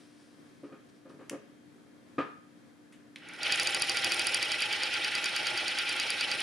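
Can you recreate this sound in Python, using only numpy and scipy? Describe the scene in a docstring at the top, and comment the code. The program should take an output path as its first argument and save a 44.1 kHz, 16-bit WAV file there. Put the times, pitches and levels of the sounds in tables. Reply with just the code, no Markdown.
"""Overlock sewing machine in a workshop.

The motor idles with a hum of shaft orders while hands brush cloth (swelling noise) and knock the wooden table
(ringing modes). The clutch snaps, the machine runs up fast, then settles to a slower stitch.
A shaft angle paces it: each turn under load gives one ringing blow of steel partials, every turn gives small
noise-burst ticks, and bands of noise (rattle, grind, drone, fizz) swell with the angle.
"""
import sys
import numpy as np
from scipy import signal
from scipy.fft import rfft, irfft, next_fast_len
from scipy.io import wavfile
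from scipy.ndimage import uniform_filter1d, map_coordinates

SR = 44100
rng = np.random.default_rng(int(sys.argv[2]) if len(sys.argv) > 2 else 0)


def convert_level_to_amplitude(level_db):
    """Map a level in decibels to its linear amplitude factor."""
    exponent = np.asarray(level_db, float) / 20
    return 10 ** exponent


def dump(signal):
    """Clip the signal to [-1, 1] and save it as 16-bit WAV at the path in sys.argv[1]."""
    limited = np.clip(np.atleast_2d(signal).T, -1, 1)
    pcm = np.round(limited * 32767).astype(np.int16)
    wavfile.write(sys.argv[1], SR, pcm)


N = 283122

CLUTCH_S, START_ANGLE_TURNS = 3.159, 0.2983  # the clutch engages with the shaft this far into a turn
FULL_SPEED_TURNS_PER_S = 13.4
# Speed of the shaft. Each row: time in seconds, speed in turns per s.
SPEED = [(3.3205, 5.4564), (3.5487, 13.4686), (4.3073, 13.3316), (4.5818, 9.4164), (6.42, 9.4819)]
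# Left-right likeness of wide noise. Each row: frequency in Hz, correlation from 0 to 1.
LIKENESS = [(40, 0.11), (150, 0.81), (500, 0.71), (2000, 0.86), (6000, 0.83), (12000, 0.57)]


def unit(x):
    """Scaled to rms 1."""
    return x / np.sqrt(np.mean(x ** 2) + 1e-20)


def along(points, hz):
    """(Hz, value) points read on a log frequency axis."""
    f, v = np.transpose(points)
    return np.interp(np.log(hz + 1), np.log(f + 1), v)


def wobble(rate_hz):
    """A smooth random curve, rate_hz knots a second."""
    knots = rng.standard_normal(int(N * rate_hz / SR) + 4)
    return map_coordinates(knots, [np.arange(N) * rate_hz / SR])


def filtered(x, response):
    """x times a complex response of frequency."""
    m = next_fast_len(N + SR // 2)
    return irfft(rfft(x, m) * response(np.fft.rfftfreq(m, 1 / SR)), m)[..., :N]


def resonances(peaks, f):
    """Causal sum of (Hz, width in Hz, dB) resonances of alternating sign."""
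    return sum((-1) ** k * convert_level_to_amplitude(db) * 1j * f * w / (c * c - f * f + 1j * f * w)
               for k, (c, w, db) in enumerate(peaks))


def stereo_noise(spectrum, likeness, spiky_db, patchy_db):
    """Stereo noise of rms 1, in grains of unequal size and patches some 700 Hz by 12 ms."""
    grains = rng.standard_normal((2, N)) * convert_level_to_amplitude(spiky_db * unit(wobble(600)))
    z = signal.stft(grains, nperseg=256)[2]
    patches = uniform_filter1d(rng.standard_normal(z.shape[1:]), size=4, axis=0)
    patches = uniform_filter1d(patches, size=4, axis=1)
    noise = signal.istft(z * convert_level_to_amplitude(patchy_db * unit(patches)), nperseg=256)[1][:, :N]

    def mid_side(hz):
        turn = np.arccos(np.clip(along(likeness, hz), -1, 1)) / 2
        return spectrum(hz) * [np.cos(turn), np.sin(turn)]

    mid, side = filtered(noise, mid_side)
    return unit(np.array([mid + side, mid - side]))


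def add(track, s, sound):
    """Mixes a sound in at s seconds."""
    start = round(s * SR)
    track[start:start + len(sound)] += sound[:N - start]


def shaft():
    """Angle in turns, speed in turns per s and in dB re full speed, effort (grip of the clutch) in dB."""
    # Each row: time in seconds, effort in dB.
    effort = [(3.159, -41), (3.21, -15.5), (3.37, -11), (3.42, -4.5), (3.471, 3), (3.56, 1), (3.8, -0.5),
              (4.1, 0.5), (6.42, 0.5)]
    t = np.arange(N) / SR
    speed = np.interp(t, *np.transpose(SPEED)) * (t >= CLUTCH_S)
    angle = START_ANGLE_TURNS + np.cumsum(speed) / SR
    speed_db = 20 * np.log10(speed / FULL_SPEED_TURNS_PER_S + 1e-3)
    effort_db = np.interp(t, *np.transpose(effort), left=-120, right=-120)
    return angle, speed, speed_db, effort_db


def each_turn(share):
    """Samples at which the shaft passes this share of a turn."""
    angle = shaft()[0]
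    passes = np.arange(int(angle[-1]) + 1) + share
    return np.searchsorted(angle, passes[(passes > START_ANGLE_TURNS) & (passes < angle[-1])])


def moan():
    """A fuzzy tone of rms 1: a carrier of random strength and phase, rising with speed lost to cloth drag."""
    lost = (FULL_SPEED_TURNS_PER_S - shaft()[1]) * (np.arange(N) / SR > SPEED[1][0])
    hz = 795 + 12 * lost
    phase = 2 * np.pi * np.cumsum(hz) / SR
    return unit(wobble(70) * np.cos(phase) + wobble(70) * np.sin(phase))


def running():
    """Rattle and grind of the mechanism, drone of the table, fizz of thread and knife: noise loaded by angle."""
    # Rows: rattle, grind, drone, fizz. Each row: relative level at full speed in dB, dB per dB of effort,
    # dB per dB of speed, rise time constant after the clutch in seconds.
    layers = [(-34.5, 1.35, 0.22, .01), (-40.5, 0.83, 0.2, 0.018), (-45.5, 0.3, 0.97, 0.14),
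              (-42.5, 0.5, 1.28, 0.24)]
    # Same rows, through one turn. Each row: dip while unloaded in dB, its middle and width in turns,
    # ripple of the three looper and feed strokes a turn in dB.
    loads = [(-5.5, 0.58, 0.11, 0.2), (-3, 0.65, 0.2, 1.2), (-1.5, 0.95, 0.24, 0.2),
             (-2.5, 0.65, 0.21, 1.95)]
    # Resonances of the cast frame. Each row: frequency in Hz, width in Hz, relative level in dB.
    casting = [(352.5, 27, -1), (518.5, 11, 0), (625, 43, -1), (1250, 64, 0.5), (1412, 30, -1.5),
               (1567, 53, -1.5), (1974, 58, -1.5), (2326, 160, -3), (2636, 54, -6.5), (2900, 23, -18),
               (2960, 22, 0.5), (3224, 35, 0), (4100, 40, -14)]
    # Noise spectra. Each row: frequency in Hz, relative density in dB per Hz.
    rattle_spectrum = [(1060, -31), (1800, -7.5), (2120, -6.5), (2560, 0.5), (2770, -0.5), (4430, -7),
                       (4790, -11), (6200, -19), (8060, -38), (13600, -120)]
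    grind_spectrum = [(620, -35), (1050, -13.5), (1240, -16.5), (1380, 3), (1680, -5.5), (1800, 1),
                      (2340, -3.5), (3960, -120)]
    drone_spectrum = [(15, -64), (25, -7), (102, -5.5), (201, -18.5), (346, -4.5), (447, -5), (525, -3.5),
                      (700, -8.5), (821, 3), (996, -12.5), (1150, -7.5), (1500, -36), (2530, -120)]
    fizz_spectrum = [(3060, -26), (5200, 3), (5610, -0.5), (6060, -12), (6960, -8), (7880, -8.5),
                     (10000, -4.5), (10600, -14.5), (11500, -18.5), (14000, -11), (15700, -49),
                     (16300, -68)]
    angle, _, speed_db, effort_db = shaft()
    since_s = np.maximum(np.arange(N) / SR - CLUTCH_S, 0)

    def level_db(layer, load):
        db, by_effort, by_speed, rise_s = layer
        dip_db, middle, width, ripple_db = load
        rise_db = 20 * np.log10(1e-6 + 1 - np.exp(-since_s / rise_s))
        from_middle = (angle - middle + 0.5) % 1 - 0.5
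        dip = dip_db * np.exp(-0.5 * (from_middle / width) ** 2)
        load_db = 0.9 + dip + ripple_db * np.cos(2 * np.pi * angle * 3)
        return db + by_effort * effort_db + by_speed * speed_db + rise_db + load_db

    def framed(spectrum):
        return lambda hz: convert_level_to_amplitude(along(spectrum, hz)) * (1 + 1.65 * abs(resonances(casting, hz)) ** 2)

    rattle_db, grind_db, drone_db, fizz_db = (level_db(*both) for both in zip(layers, loads))
    rattle = stereo_noise(framed(rattle_spectrum), LIKENESS, spiky_db=0.0, patchy_db=2.0)
    rattle = convert_level_to_amplitude(rattle_db + 0.15 * wobble(40)) * rattle
    grind = stereo_noise(framed(grind_spectrum), LIKENESS, spiky_db=1.2, patchy_db=0.5)
    grind = convert_level_to_amplitude(grind_db + 0.9 * wobble(40)) * grind
    drone = stereo_noise(framed(drone_spectrum), LIKENESS, spiky_db=0.5, patchy_db=1.0)
    drone = convert_level_to_amplitude(drone_db + 1.55 * wobble(30)) * (drone + convert_level_to_amplitude(-7.5 + 0.5 * effort_db) * moan())
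    fizz = stereo_noise(lambda hz: convert_level_to_amplitude(along(fizz_spectrum, hz)), LIKENESS, spiky_db=1.0, patchy_db=2.5)
    fizz = convert_level_to_amplitude(fizz_db + 0.28 * wobble(70)) * fizz
    return rattle + grind + drone + fizz


def blows():
    """One blow a turn rings the decaying partials of the same steel part, a little differently each time."""
    # Each row: frequency in Hz, relative level in dB, t60 in seconds.
    bell = [(4725, 0.5, 0.049), (2524, -10, 0.19), (2960, -28, 0.024), (5300, -1, 0.0089),
            (6600, -8, 0.0081)]
    out, t = np.zeros(N), np.arange(SR // 8) / SR
    _, _, speed_db, effort_db = shaft()
    at = [i for i in each_turn(0) if effort_db[i] > -12]  # with less effort the part is only touched
    for i, (size, late, *scatter_db) in zip(at, rng.standard_normal((len(at), 2 + len(bell)))):
        db = -24.5 + 0.37 * min(effort_db[i], 0) + 0.61 * speed_db[i] - 0.8 * size
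        ring = sum(convert_level_to_amplitude(level_db + r - 60 * t / t60) * np.sin(2 * np.pi * hz * t)
                   for (hz, level_db, t60), r in zip(bell, scatter_db))
        add(out, i / SR + 0.0004 + 0.0003 * late, convert_level_to_amplitude(db) * ring)
    return out


def ticks():
    """Bursts of about 2 ms into the broad modes of small steel parts, partly different in each ear."""
    # Contacts of loopers, knife and feed on every turn. Each row: share of the turn, relative level at full
    # speed in dB, dB per dB of speed, scatter in dB, duller part in dB re the level.
    contacts = [(0, -20.5, 2.5, -2, -10), (.322, -36, 2, -1, -8.5), (.69, -36.5, 10, 0.5, -7),
                (.85, -52, 4.5, -3, -2)]
    # Single ticks: start-up slaps, and contacts on some turns that are louder than usual.
    # Each row: start in seconds, relative level in dB, duller part in dB re the level.
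    single_ticks = [(3.1859, -51, -18), (3.2876, -42, -15), (3.336, -39, -14), (3.363, -50, -4),
                    (3.4795, -30, -30), (3.558, -29, -5), (3.632, -24.5, -5.5), (3.7074, -25, -17),
                    (3.7975, -33, -9), (4.1447, -24, -19), (4.6052, -24.5, -12.5), (5.2421, -23.5, -5.5),
                    (5.965, -31, -14), (6.4045, -27, -9)]
    # Modes of small parts, bright pair then dull pair. Each row: frequency in Hz, width in Hz,
    # relative level in dB.
    small_parts = [(9700, 630, 2.5), (13000, 1500, -30), (6930, 1640, 5.5), (4650, 93, 14)]
    bright, dull = np.zeros((2, N)), np.zeros((2, N))
    t = np.arange(SR // 100) / SR
    _, _, speed_db, effort_db = shaft()
    hits = list(single_ticks)
    for share, db, by_speed, scatter_db, dull_db in contacts:
        at = each_turn(share)
        level_db = db + by_speed * speed_db[at] + 0.4 * np.minimum(effort_db[at], 0)
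        level_db = level_db + scatter_db * rng.standard_normal(len(at))
        hits += [(i / SR, one_db, dull_db) for i, one_db in zip(at, level_db)]
    envelope = (1 - np.exp(-t / 0.00017)) * np.exp(-t / 0.00094) * 0.6
    for (s, db, dull_db), noise in zip(hits, rng.standard_normal((len(hits), 2, len(t)))):
        for ear, sign in enumerate((1, -1)):
            burst = (noise[0] + sign * 0.34 * noise[1]) * envelope
            add(bright[ear], s, convert_level_to_amplitude(db + 13) * burst)
            add(dull[ear], s, convert_level_to_amplitude(db + dull_db + 15) * burst)
    bright = filtered(bright, lambda f: resonances(small_parts[:2], f))
    return bright + filtered(dull, lambda f: resonances(small_parts[2:], f))


def knocks():
    """Blows ring the table top, hard ones up to its upper modes, and shake what lies on it."""
    # Each row: start in seconds, relative level in dB, modes over 800 Hz in dB, bright shake in dB.
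    hits = [(0.632, -40, -23, -16), (0.689, -45.5, -16, -21), (0.722, -42, -5, -13.5),
            (1.053, -44, -10, -18), (1.095, -43.5, -11, -15), (1.135, -44.5, -20, -35),
            (1.189, -43, -17, -16.5), (1.208, -44, -20, -12), (1.31, -35.5, -23, -18.5),
            (1.326, -31, -19, -19.5), (2.181, -22, -2.5, -10)]
    # Modes of the table top. Each row: frequency in Hz, relative level in dB, t60 in seconds.
    modes = [(289, 4, 0.13), (334.7, -1, 0.17), (418.3, -6, 0.25), (526.5, 0, 0.083), (155, -8, 0.079),
             (980, -18, 0.07), (1233, -1, 0.22), (1360, -15, 0.44), (1684, -14, 0.12), (2080, -36, 0.1),
             (2460, -14, 0.19), (3010, -39, 0.076), (3530, -21, 0.053)]
    # Loose things, two low then three bright. Each row: frequency in Hz, width in Hz, relative level in dB.
    loose = [(148, 190, 1), (555, 185, 4), (1200, 186, 1), (1635, 170, -0.5), (2380, 910, -7.5)]
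    out, low_shake, bright_shake = np.zeros((3, N))
    t = np.arange(SR // 2) / SR
    onset = 1 - np.exp(-t / 0.0029)
    for s, db, upper_db, shake_db in hits:
        ring = np.zeros(len(t))
        for hz, level_db, t60 in modes:
            scatter, detune = rng.standard_normal(2)
            decay = convert_level_to_amplitude(level_db + upper_db * (hz > 800) + 1.65 * scatter - 60 * t / t60)
            beat = 1 + 0.45 * np.cos(2 * np.pi * 0.054 * hz * detune * t)  # weaker neighbours of the mode
            ring += decay * np.sin(2 * np.pi * hz * t) * beat
        noise = rng.standard_normal(len(t)) * onset
        add(out, s, convert_level_to_amplitude(db - 6.5) * ring * onset)
        add(low_shake, s, convert_level_to_amplitude(db + 4.5 - 60 * t / 0.16) * noise)
        add(bright_shake, s, convert_level_to_amplitude(db + shake_db + 17 - 60 * t / 0.25) * noise)

    def band(f):  # loose things neither boom nor hiss
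        return (1j * f / (110 + 1j * f)) ** 2 * (2700 / (2700 + 1j * f)) ** 2

    out = filtered(out, lambda f: (1j * f / (70 + 1j * f)) ** 2)
    low_shake = filtered(low_shake, lambda f: band(f) * resonances(loose[:2], f))
    return out + low_shake + filtered(bright_shake, lambda f: band(f) * resonances(loose[2:], f))


def snaps_and_rustle():
    """Two dry cracks and a faint rustle, mostly wake: fast- and slow-fading noise in body and treble bands."""
    # Two dry cracks, and at 2.922 s the rustle; the last is the clutch.
    # Each row: start in seconds, relative level in dB, treble in dB, wake in dB.
    bursts = [(1.296, -26.5, 5.5, -31), (2.922, -65.5, -1, 3), (3.159, -31.5, -17, -25)]
    body, treble = np.zeros((2, N))
    t = np.arange(SR // 5) / SR
    for s, db, treble_db, wake_db in bursts:
        envelope = (convert_level_to_amplitude(-60 * t / 0.008) + convert_level_to_amplitude(wake_db - 60 * t / 0.22)) * (1 - np.exp(-t / 0.0011))
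        burst = rng.standard_normal(len(t)) * envelope
        add(body, s, convert_level_to_amplitude(db + 14.5) * burst)
        add(treble, s, convert_level_to_amplitude(db + treble_db + 4.5) * burst)
    body = filtered(body, lambda f: resonances([(2400, 2540, 0.0062)], f) ** 2)
    return body + filtered(treble, lambda f: resonances([(6200, 8800, 0)], f) ** 2)


def cloth():
    """Hands brush the cloth at first: noise whose level swells and fades linearly in dB."""
    # Each row: peak time in seconds, relative level in dB, swell in dB per s, fade in dB per s.
    strokes = [(0.0, -63, 100, 92), (0.218, -67, 54, 44), (0.674, -71, 55, 300), (0.898, -65, 800, 1500),
               (0.964, -70, 254, 150), (1.096, -65.5, 1498, 170)]
    # Each row: frequency in Hz, relative density in dB per Hz.
    rustle = [(600, -7), (1500, -4.5), (3000, -7.5), (5500, -6.5), (7000, -15), (9500, -9.5), (12000, -29),
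              (16000, -12)]
    t = np.arange(N) / SR
    hands = sum(convert_level_to_amplitude(db - swell * np.maximum(s - t, 0) - fade * np.maximum(t - s, 0))
                for s, db, swell, fade in strokes)
    noise = stereo_noise(lambda hz: convert_level_to_amplitude(along(rustle, hz)), LIKENESS, spiky_db=0.3, patchy_db=0.0)
    return hands * convert_level_to_amplitude(0.65 * wobble(26.0)) * noise


def motor_hum():
    """The motor hums on multiples of its shaft rate, which drifts slightly; each order sways in level."""
    # Each row: multiple of the motor shaft rate, relative level in dB.
    orders = [(1, -108.5), (4, -69), (5, -62.5), (8, -89), (9, -79.5), (12, -84.5), (29, -83), (54, -84)]
    turns = np.cumsum(59.2 * (1 + 0.0003 * wobble(2))) / SR
    return sum(convert_level_to_amplitude(db + 2.5 + 1.2 * wobble(3.92)) * np.sin(2 * np.pi * (k * turns + rng.random()))
               for k, db in orders)


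def workshop_air():
    """Wide, gently swaying noise of the workshop."""
    # Each row: frequency in Hz, relative density in dB per Hz.
    shop = [(15, -62), (25, -16), (76, -12), (249, -6.5), (293, -6), (373, -10.5), (714, -20), (818, -23),
            (1700, -21.5), (2760, -29), (3160, -32), (3430, -29.5), (9070, -37.5), (14800, -35.5),
            (16000, -57)]
    wide = [(40, 0.089), (250, 0.28), (1000, 0.092), (8000, 0.4)]  # Hz, left-right likeness
    noise = stereo_noise(lambda hz: convert_level_to_amplitude(along(shop, hz)), wide, spiky_db=0.2, patchy_db=0.2)
    return convert_level_to_amplitude(-59.5 + 0.8 * wobble(8)) * noise


def room(x):
    """The walls answer after 250 samples with noise in which each frequency dies at its own speed."""
    # Each row: frequency in Hz, t60 in seconds.
    walls = [(200, 0.34), (2000, 0.57), (10000, 0.2)]
    hz, t, z = signal.stft(rng.standard_normal((2, SR // 2)), SR, nperseg=256)
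    decay = convert_level_to_amplitude(-60 * t / along(walls, hz)[:, None])
    tail = signal.istft(z * decay, SR, nperseg=256)[1]
    late = np.pad(x, (250, 0))[None]
    return signal.fftconvolve(late, tail / np.linalg.norm(tail[0]), axes=1)[:, :N]


def scene():
    """The machine stands a little to the right, the table hits to the left; walls answer the hits."""
    # A reflection off the cloth plate cancels part of the machine's treble.
    # Each row: frequency in Hz, gain in dB.
    plate = [(7200, 0), (7900, -6.5), (8500, 0.5)]
    machine = filtered(running() + blows() + ticks(), lambda hz: convert_level_to_amplitude(along(plate, hz)))
    machine = machine * convert_level_to_amplitude([[-0.5], [0.5]])
    table = knocks() + snaps_and_rustle()
    background = (motor_hum() + workshop_air() + cloth()) * convert_level_to_amplitude([[0.9], [-0.9]])
    return machine + table * convert_level_to_amplitude([[0.4], [-0.4]]) + convert_level_to_amplitude(-9.5) * room(table) + background


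def top_cut(x):
    """Nothing passes above the cut-off."""
    return signal.sosfilt(signal.butter(12, 16480, fs=SR, output="sos"), x)


def record(dry):
    """A small microphone with little bass and a weak top treble."""
    # Each row: frequency in Hz, gain in dB.
    mic = [(20, -12), (60, -14.5), (120, 1.5), (10800, 0.5), (12000, -10), (15500, -12), (16500, -41.5)]
    mix = filtered(dry, lambda hz: convert_level_to_amplitude(along(mic, hz)))
    return top_cut(mix)


dry = scene()
out = record(dry)
dump(out)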